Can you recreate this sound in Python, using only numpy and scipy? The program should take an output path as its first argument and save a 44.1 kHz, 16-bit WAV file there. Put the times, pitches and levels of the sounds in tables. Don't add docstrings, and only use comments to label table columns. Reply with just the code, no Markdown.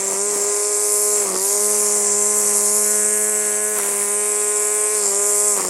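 import sys
import numpy as np
from scipy import signal
from scipy.fft import rfft, irfft, next_fast_len
from scipy.io import wavfile
from scipy.ndimage import uniform_filter1d

SR = 44100
rng = np.random.default_rng(int(sys.argv[2]) if len(sys.argv) > 2 else 0)


def gain_from_db(level_db):
    decades = np.asarray(level_db, float) / 20
    return 10 ** decades


def inscribe(sig):
    pcm = np.round(np.clip(np.atleast_2d(sig).T, -1, 1) * 32767)
    wavfile.write(sys.argv[1], SR, pcm.astype(np.int16))


N = 250929


def evened(x):
    return x / np.sqrt(np.mean(x ** 2) + 1e-20)


def levelled(x, width):
    return x / np.sqrt(uniform_filter1d(x ** 2, width) + 1e-20)


def curves(rows, t):
    s, *columns = np.transpose(rows)
    return [np.interp(t, s, c) for c in columns]


def read(points, hz):
    f, db = np.transpose(points)
    return np.interp(np.log(hz + 1), np.log(f + 1), db)


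def coloured(x, points):
    size = next_fast_len(N)
    gain = gain_from_db(read(points, np.fft.rfftfreq(size, 1 / SR)))
    return evened(irfft(rfft(x, size) * gain, size)[:N])


def high_pass(x, hz):
    return signal.sosfilt(signal.butter(2, hz, "high", fs=SR, output="sos"), x)


def drift(count, seconds):
    steps = rng.standard_normal((count, N // 441 + 2))
    width = round(seconds * 100)
    steps = evened(uniform_filter1d(uniform_filter1d(steps, width, 1), width, 1))
    return np.array([np.interp(np.arange(N) / 441, np.arange(len(v)), v) for v in steps])


def per_pass(turns):
    count = 2 * len(turns) // 300
    return np.interp(2 * turns, np.arange(count), rng.standard_normal(count))


# time in seconds, stance (0 shaded, 1 beside, 2 open, 3 turned, 4 shaded).
STANCE = [
    (0, 0),
    (1.3, 0),
    (1.7, 1),
    (2.75, 1),
    (2.88, 2),
    (3.72, 2),
    (3.95, 3),
    (4.95, 3),
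    (5.15, 4),
    (5.69, 4),
]


def by_stance(values, t):
    return np.interp(curves(STANCE, t)[0], np.arange(len(values)), values)


# centre in seconds, half width in seconds, drag in turns per s,
# thrash in dB, swish in dB.
BITES = [(0.025, 0.08, 9.5, -37.5, -33.5), (0.139, 0.028, 6.8, -31, -36), (0.36, 0.033, 5.3, -34.5, -40),
         (0.461, 0.14, 3.4, -39.5, -38), (0.784, 0.13, 3.2, -43.5, -47), (1.03, 0.083, 2.65, -43.5, -59),
         (1.228, 0.057, 5.4, -37.5, -34), (1.311, 0.053, 17.7, -31, -46), (1.506, 0.069, 2.62, -40.5, -41),
         (1.831, 0.158, 3.33, -40.5, -37), (2.062, 0.068, 3.5, -40.9, -38), (2.41, 0.21, 2.76, -41, -37.5),
         (2.556, 0.076, 2.13, -38.5, -41), (2.973, 0.19, 2.13, -44, -44.5), (3.462, 0.12, 2.68, -44.5, -37),
         (3.796, 0.031, 8.2, -36, -30), (3.886, 0.063, 4.7, -38, -31.5), (4.029, 0.055, 4, -43.3, -35),
         (4.34, 0.2, 2.85, -50, -38.5), (4.745, 0.17, 1.34, -47, -41.5), (5.067, 0.059, 10.1, -35.5, -38),
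         (5.31, 0.11, 3.4, -44.5, -36.5), (5.591, 0.026, 8.5, -31, -30.5), (5.669, 0.094, 19, -33.5, -37)]
BITE_S, BITE_WIDTH_S, BITE_DRAG, BITE_THRASH_DB, BITE_SWISH_DB = np.transpose(BITES)


def contact(sizes, t, power=1):
    steps = np.arange(N // 147 + 2) / 300
    bells = [np.exp(-.5 * power * ((steps - s) / width) ** 2) for s, width in zip(BITE_S, BITE_WIDTH_S)]
    return np.interp(t, steps, sizes @ np.array(bells))


def sag(t):
    start_sag, recover_s = 9.15, .0913
    steps = np.arange(N // 441 + 2) / 100
    r = np.exp(-steps[1] / recover_s)
    lost = signal.lfilter([1 - r], [1, -r], contact(BITE_DRAG, steps), zi=[r * start_sag])[0]
    return np.interp(t, steps, lost)


def shaft_turns(t):
    start_turn, free_turns_per_s, tiring_turns_per_s2 = .08, 107.0, .022
    return start_turn + np.cumsum(free_turns_per_s - tiring_turns_per_s2 * t - sag(t)) / SR


# time in seconds, fourth order in dB, second order in dB.
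HEAD = [(0.0, -33, -43), (.2, -30.5, -43), (.5, -28.5, -49.5), (.6, -29, -62), (.9, -30, -52),
        (1.25, -28, -45), (1.33, -32, -37.5), (1.49, -31, -53), (1.63, -27.5, -40.5), (2.3, -29.5, -39.5),
        (3.0, -31.5, -38.5), (3.6, -32.5, -43), (4.07, -31, -43), (4.36, -29, -47.5), (4.9, -29, -54.5),
        (5.06, -29, -43.5), (5.3, -30.5, -50), (5.69, -32, -40)]
# multiple of shaft rate, level in dB.
SHADED_ORDERS = [(1, -43), (2, -25), (3, -21.5), (4, 3), (5, -13.5), (6, -5), (7, -16), (8, -12.5),
                 (9, -20.5), (10, -6.5), (11, -39), (12, -12.5), (13, -43), (14, -16), (15, -115),
                 (16, -16.5), (17, -67), (18, -32), (19, -20), (20, -16.5), (21, -55), (22, -16.5),
                 (23, -60), (24, -21.5), (25, -43), (26, -25)]
BESIDE_ORDERS = [(1, -36.5), (2, -13), (3, -24), (4, 1.5), (5, -14), (6, -5), (7, -15.5), (8, -10.5),
                 (9, -19), (10, -5), (11, -37), (12, -14), (13, -23), (14, -16), (15, -46), (16, -17),
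                 (17, -19.5), (18, -38), (19, -24), (20, -15.5), (21, -44), (22, -19.5), (23, -21),
                 (24, -34), (25, -24), (26, -27)]
OPEN_ORDERS = [(1, -45.5), (2, -11), (3, -21), (4, 2.5), (5, -15), (6, -6), (7, -16.5), (8, -16.5),
               (9, -20), (10, -10), (11, -33), (12, -17), (13, -22), (14, -11), (15, -75), (16, -10),
               (17, -23), (18, -14), (19, -23), (20, -14), (21, -26), (22, -16.5), (23, -57), (24, -21.5),
               (25, -40), (26, -21.5)]
TURNED_ORDERS = [(1, -39.5), (2, -22), (3, -24.5), (4, 1.5), (5, -15.5), (6, -8.5), (7, -16.5), (8, -12.5),
                 (9, -21), (10, -6.5), (11, -30), (12, -13.5), (13, -25), (14, -14), (15, -47), (16, -14),
                 (17, -40), (18, -16), (19, -33), (20, -14), (21, -34), (22, -13), (23, -29), (24, -16.5),
                 (25, -29), (26, -22)]
# 28th, 34th, 40th, 46th order in dB re the 26th.
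FAINT_ORDERS = [
    (-6, -3, -2, -12),
    (-3, -2, -3, -18),
    (-1.5, -11, -5.5, -4),
    (-2, -3, -7, -3),
    (-2, -4, -15, -16),
]
UPPER_DB = [-2.1, -2.03, -1.2, -1.42, -0.15]
UNBALANCE_DB = [9, 0.5, 7.5, -1.5, 6.5]
# start in seconds, length in seconds, first order extra in dB.
WOBBLES = [
    (2, 0.34, 12),
    (3.059, 0.34, 8.5),
]


def thump(t, turns):
    main_db, second_db = curves(HEAD, t)
    upper_db = by_stance(UPPER_DB, t) - 0.97 * (main_db - main_db.mean())
    main_db = main_db - 0.19 * (contact(BITE_DRAG, t) - 3.0)
    blur_db = 0.17 * (sag(t) - 3.0)
    whine_db = 0.4 * (uniform_filter1d(sag(t - .12), size=4410) - 3.0)
    unbalance_db = by_stance(UNBALANCE_DB, t)
    for s, length, db in WOBBLES:
        unbalance_db = unbalance_db + db * np.clip(np.minimum(t - s, s + length - t) / 0.049, 0, 1)
    stances = [SHADED_ORDERS, BESIDE_ORDERS, OPEN_ORDERS, TURNED_ORDERS, SHADED_ORDERS]
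    orders_db = np.array(stances)[:, :, 1].T
    faint = np.arange(28, 48, 2)
    faint_db = np.transpose([np.interp(faint, faint[::3], row) for row in FAINT_ORDERS])
    orders = np.r_[np.arange(len(orders_db)) + 1, faint]
    orders_db = np.r_[orders_db, orders_db[-1] + faint_db]
    out = 0
    for k, levels_db, w in zip(orders, orders_db, drift(count=len(orders), seconds=.06)):
        unsteady_db = .3 if k == 4 else 0.95 + 0.019 * min(k, 20)
        db = main_db + by_stance(levels_db, t) + unsteady_db * w
        if k == 1:
            db = db + unbalance_db
        if k == 2:
            db = second_db
        if k > 4:
            db = db + upper_db
        if k > 12:
            db = db - blur_db
        if k > 27:
            db = db + whine_db + 4.0 * (np.minimum(w, .5) - .6)
        lag = np.angle(1 - (k / 4) ** 2 + 1.2j * k / 4) + 1.2 * (k % 2)
        lag = lag + np.exp(-((k - 11) / 2) ** 2)
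        phase = 2 * np.pi * k * turns - lag + 0.051 * k * w
        out = out - gain_from_db(db) * np.sqrt(2) * np.sin(phase)
    return out


# time in seconds, hiss in dB, treble in dB for a clear view past the legs.
HISS = [(0, -22.5, -1.5), (.27, -21, -4.5), (.7, -20.5, -1), (.9, -18, 3), (1.17, -18, 2), (1.33, -23.5, 0),
        (1.46, -18.5, 5.5), (1.7, -18, 2.5), (2.06, -18, -4), (2.71, -17, 3), (3.0, -17.5, -1.5),
        (3.79, -21.5, 0.5), (3.96, -20.5, -3), (4.58, -19.5, -3), (5.15, -19, 0), (5.31, -17.5, 2),
        (5.51, -16.5, 2.5), (5.62, -22.5, 1.5)]
# frequency in Hz, density in dB per Hz.
HISS_COLOUR = [(2500, -47), (3800, -30.5), (5000, -15.5), (6500, -7), (7500, -1), (9000, -2), (10500, -7.5),
               (12000, -14.5), (13000, -23.5), (15700, -31.5), (17000, -66)]
# lower skirt, upper skirt, whistle prominence, skirt foot, all in dB.
SKIRTS = [
    (-9.5, -8, 3.5, -23.5),
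    (-9, -8, 3, -26),
    (-9.5, -7, 3, -28),
    (-13, -6, 3.5, -27.5),
    (-12.5, -10.5, 3.5, -27),
]
# time in seconds, frequency in Hz.
WHISTLE = [(0, 7400), (1.2, 7400), (1.5, 7050), (2.0, 7300), (2.35, 7650), (2.75, 7100), (2.83, 7850),
           (3.05, 7700), (3.5, 8000), (3.8, 8000), (4.15, 8400), (4.3, 8200), (4.42, 7700), (4.65, 7750),
           (4.92, 8200), (5.05, 7500), (5.69, 7250)]
TWIN_DB = [0.55, 1.19, 2.37, 2.33, 0.04]
# time in seconds, frequency in Hz, depth in dB.
GROUND = [(2.75, 4600, 0), (2.92, 4700, 6), (3.3, 4800, 7), (3.5, 5050, 6), (3.75, 5150, 5),
          (3.85, 5100, 1), (4.1, 5150, 4), (4.4, 5050, 2), (4.7, 4800, 3), (4.92, 4600, 4), (5.05, 4600, 0)]
# time in seconds, level in dB.
TILT = [(0, -8), (.3, 1), (.9, 0), (1.3, -0.5), (1.5, 6), (1.8, 2.5), (2.3, -3.5), (2.6, 0), (2.9, 3),
        (3.1, -3), (3.7, -3.5), (4.4, -1), (4.55, 0), (4.8, -1), (5.03, 10.5), (5.2, -4), (5.69, 0)]


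def hiss_db(t, at, hz):
    def bump(centre_hz, width_hz):
        return np.exp(-((hz - centre_hz) / width_hz) ** 2)

    low_db, high_db, whistle_db, foot_db = (by_stance(c, at) for c in np.transpose(SKIRTS))
    sway = [np.interp(at, t, w) for w in drift(count=4, seconds=.08)]
    lost = sag(at) - 3.0
    tilt_db, clear_db = curves(TILT, at)[0], curves(HISS, at)[1]
    low_db = low_db + 0.39 * lost + 0.5 * sway[0] + 0.2 * tilt_db
    foot_db = foot_db + 0.63 * lost + 0.55 * sway[1] + tilt_db
    high_db = high_db + 1.5 * sway[2] + clear_db
    whistle_db = whistle_db + 1.3 * sway[3]
    whistle_hz = curves(WHISTLE, at)[0]
    notch_hz, notch_db = curves(GROUND, at)
    foot = 1 / (1 + np.exp((hz - 5250) / 120))
    low = (1 - foot) * np.clip((7600 - hz) / 1500, 0, 1)
    high = 1 / (1 + np.exp((9500 - hz) / 300))
    db = read(HISS_COLOUR, hz - 0.28 * (whistle_hz - 7500) * bump(7500, 2000))
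    db = db + low * (low_db + 12.5) + high * (high_db + 12.0) + foot * (foot_db + 26.0)
    db = db + whistle_db * bump(whistle_hz, 380) - notch_db * bump(notch_hz, 260)
    return db + by_stance(TWIN_DB, at) * bump(whistle_hz + 1200, 350)


def hiss(t, turns):
    frames, hz = N // 128 + 5, np.fft.rfftfreq(512, 1 / SR)[:, None]
    at = np.arange(frames) * 128 / SR - 128 / SR
    a, b, patches = rng.standard_normal((frames, 257, 3)).T
    patches = evened(uniform_filter1d(uniform_filter1d(patches, 6, 0), 60, 1))
    z = (a + 1j * b) * gain_from_db(hiss_db(t, at, hz) + 1.2 * patches)
    upper = 1 / (1 + np.exp((8200 - hz) / 400))
    unlike = .12 + 0.047 * np.maximum(sag(t) - 2.5, 0)
    aim = .5 * drift(count=1, seconds=0.9)[0]
    out = 0
    for share, lead, depth in ((np.sqrt(1 - upper), 0, .36), (np.sqrt(upper), .9, .3)):
        beam = depth * np.cos(4 * np.pi * turns + lead + aim)
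        beam = beam + .5 * unlike * np.cos(2 * np.pi * turns + lead)
        noise = signal.istft(z * share, nperseg=512, noverlap=384)[1][:N]
        out = out + noise * np.exp(beam) * gain_from_db(0.99 * per_pass(turns))
    return gain_from_db(curves(HISS, t)[0]) * levelled(out, 6000)


# frequency in Hz, density in dB per Hz.
THRASH = [(60, -42), (120, -19.5), (180, -4), (250, -3.5), (450, 6), (800, 4), (1200, 5), (1600, -17.5),
          (2200, -9), (3500, -29)]
# frequency in Hz, density in dB per Hz.
SWISH = [(800, -17), (1400, -5), (2000, 1.5), (2600, -3.5), (3300, -9), (4200, -10.5), (5000, -7.5),
         (6000, -6.5), (12000, -19), (15700, -9)]


def grass(t, turns):
    idle_thrash_db, idle_swish_db = -48.5, -39.5
    ragged = drift(count=2, seconds=.03)
    thrash_gain = np.sqrt(gain_from_db(idle_thrash_db) ** 2 + contact(gain_from_db(BITE_THRASH_DB) ** 2, t, 1.76))
    swish_gain = np.sqrt(gain_from_db(idle_swish_db) ** 2 + contact(gain_from_db(BITE_SWISH_DB) ** 2, t, 1.6))
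    passes = np.diff(np.floor(2 * turns + .06 * per_pass(turns)), prepend=0)
    slaps = passes * rng.standard_normal(N)
    burst = np.exp(-(2 * turns % 1) / .3) * gain_from_db(3.0 * per_pass(turns))
    skim = 1 / (1 + (contact(BITE_DRAG, t) / 12) ** 2)
    wash = (0.22 + 1.6 * skim + burst) * rng.standard_normal(N)
    thrash = levelled(0.35 * coloured(slaps, THRASH) + 1.2 * coloured(wash, THRASH), 4000)
    swish = coloured((0.71 + burst) * rng.standard_normal(N) + 5.2 * slaps, SWISH)
    thrash = thrash_gain * gain_from_db(1.5 * ragged[0]) * thrash
    return thrash + swish_gain * gain_from_db(0.4 * ragged[1] - 3.0) * swish


FENCE_SHARE = [0.1, 0.033, 0.093, 0.065, 0.06]


def fence(x, t):
    late = np.interp(t - 0.001, t, signal.lfilter([.5, .5], [1], x))
    return x - by_stance(FENCE_SHARE, t) * late


# time in seconds, frequency in Hz, depth in dB.
HOLLOW = [(0, 3900, 0), (.3, 3700, 4), (.7, 3100, 5), (1.3, 3700, 4), (1.5, 3100, 2), (2.1, 3850, 5),
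          (2.6, 3400, 3), (3.1, 3900, 6), (3.3, 3900, 5), (3.5, 4100, 3), (3.8, 4100, 0), (4.35, 4100, 1),
          (4.5, 4100, 7), (4.75, 4000, 6), (4.95, 3700, 4), (5.1, 3700, 0), (5.4, 3900, 5), (5.69, 3800, 1)]


def hollow(x):
    hz, t, z = signal.stft(x, SR, nperseg=512)
    dip_hz, dip_db = curves(HOLLOW, t)
    off_hz = hz[:, None] - dip_hz
    shape = 0.26 * np.exp(-(off_hz / 900) ** 2) - np.exp(-(off_hz / 250) ** 2)
    return signal.istft(z * gain_from_db(dip_db * shape), SR, nperseg=512)[1][:N]


# frequency in Hz, density in dB per Hz.
RUMBLE = [(20, -12), (50, -26), (90, -15), (150, 4), (250, -32)]


def rumble():
    level_db = -88 + 3.0 * drift(count=1, seconds=.1)[0]
    return gain_from_db(level_db) * coloured(rng.standard_normal(N), RUMBLE)


# time in seconds, level in dB, ring in Hz, decay in cycles.
SNAPS = [(.124, -20, 890, 1.7), (.135, -25, 1210, 2), (.355, -31, 903, 1.5), (.368, -24, 890, 2),
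         (1.222, -23, 1100, 1.01), (1.283, -22, 1102, 1), (1.292, -24, 1150, 2.3), (1.326, -26, 900, 1.5),
         (1.362, -18, 1100, 1.1), (3.749, -31, 1490, 0.64), (3.759, -25, 1500, 0.66),
         (3.768, -14.5, 1602, 0.66), (3.778, -18, 1000, 0.61), (3.788, -12, 1202, 0.72),
         (3.798, -13, 1300, 0.63), (3.812, -26, 1800, 1), (3.847, -24, 900, 1.1), (3.866, -26, 1202, .7),
         (3.891, -22, 1710, 1), (5.032, -22, 1197, 1.67), (5.577, -17, 500, 1.03), (5.586, -19, 1100, 2),
         (5.596, -20, 1150, 2.4), (5.607, -19, 1100, 1.5), (5.618, -19, 1150, 1.2), (5.634, -24, 1000, 1.5),
         (5.651, -18, 1100, 1.6), (5.672, -24, 1000, 0.9)]


def snaps(pulses):
    out, u, near = np.zeros(N + 900), np.arange(900) / SR, 55
    for s, db, hz, cycles in SNAPS:
        first = round(s * SR) - near
        crest = first + np.argmax(pulses[first:][:2 * near])
        ring = np.sin(2 * np.pi * hz * u) * np.exp(-u * hz / cycles)
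        out[crest - round(SR / hz / 5):][:900] += gain_from_db(db) * ring
    return high_pass(out[:N], 300)


# time in seconds, thud in dB, crack in dB re thud.
STRIKES = [(0.133, -15, -4), (.36, -13, -8), (1.282, -21, -11), (1.345, -15, 6), (1.3608, -12, -16),
           (3.766, -26, 12), (3.787, -18, 21.5), (3.885, -18, -8), (5.606, -11.5, -11), (5.6167, -10, -14),
           (5.649, -11, 2), (5.683, -15, -10)]


def strikes():
    out, u = np.zeros(N + 900), np.arange(900) / SR
    thud = np.sin(2 * np.pi * 420 * u) * np.exp(-u / 0.0022) * (1 - np.exp(-u / 0.00036))
    thud = thud + .5 * np.sin(2 * np.pi * 1150 * u) * np.exp(-u / 0.00061)
    push = np.exp(-u / .002)
    thud = thud - push * thud.sum() / push.sum()
    for s, thud_db, crack_db in STRIKES:
        crack = np.diff(rng.standard_normal(901)) * np.exp(-u / 0.00037) * 0.47
        out[round(s * SR):][:900] += gain_from_db(thud_db - 1.5) * (thud + gain_from_db(crack_db) * crack)
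    return high_pass(out[:N], 220)


def scene():
    t = np.arange(N) / SR
    turns = shaft_turns(t)
    pulses = thump(t, turns)
    noise = hollow(fence(hiss(t, turns) + grass(t, turns), t))
    mono = pulses + noise + rumble() + snaps(pulses) + strikes()
    return np.array([mono, mono])


# frequency in Hz, level in dB re the loud hiss.
MASK = [(10700, -24), (12000, -20.5), (13000, -19.5), (14000, -21), (15000, -22), (15400, -24.5)]
# time in seconds, drop of the mask in dB.
SPARE = [(0, 2), (.6, 4), (.85, -3), (1.05, -2), (1.25, 3), (1.68, -2), (1.9, 3.5), (2.2, 2.5), (2.6, -2),
         (3.7, -2.5), (3.8, 0), (4.3, -1), (4.5, -3), (4.9, -1), (5.08, 3), (5.25, -3), (5.5, -1),
         (5.62, 3)]


def masked_treble(x):
    hz, t, z = signal.stft(x, SR, "cosine", nperseg=2048, noverlap=1024)
    power = abs(z) ** 2
    mask = power[(hz > 6500) & (hz < 10000)].mean(0)
    band = (hz // 345).astype(int)
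    luck = rng.standard_normal((len(mask), band[-1] + 1))
    luck = evened(uniform_filter1d(luck, size=3, axis=0)).T[band]
    luck_db = 3 * luck - curves(SPARE, t)[0]
    band_power = np.array([power[band == b].mean(0) for b in range(band[-1] + 1)])[band]
    bar = mask * gain_from_db(luck_db + read(MASK, hz)[:, None]) ** 2
    sparse = np.clip((hz[:, None] - 11500) / 1500, 0, 1)
    tall = power > np.maximum(.9 * bar, 1.7 * sparse * band_power)
    kept = (band_power > bar) & tall | (hz[:, None] < 10700)
    z = z * 1.25 ** sparse
    return signal.istft(z * kept, SR, "cosine", nperseg=2048, noverlap=1024)[1][:N]


def band_limit(x):
    return signal.sosfilt(signal.butter(12, 15730, fs=SR, output="sos"), x)


def record(dry):
    mono = masked_treble(high_pass(dry[0], 80))
    return band_limit(np.array([mono, mono]))


dry = scene()
out = record(dry)
inscribe(out)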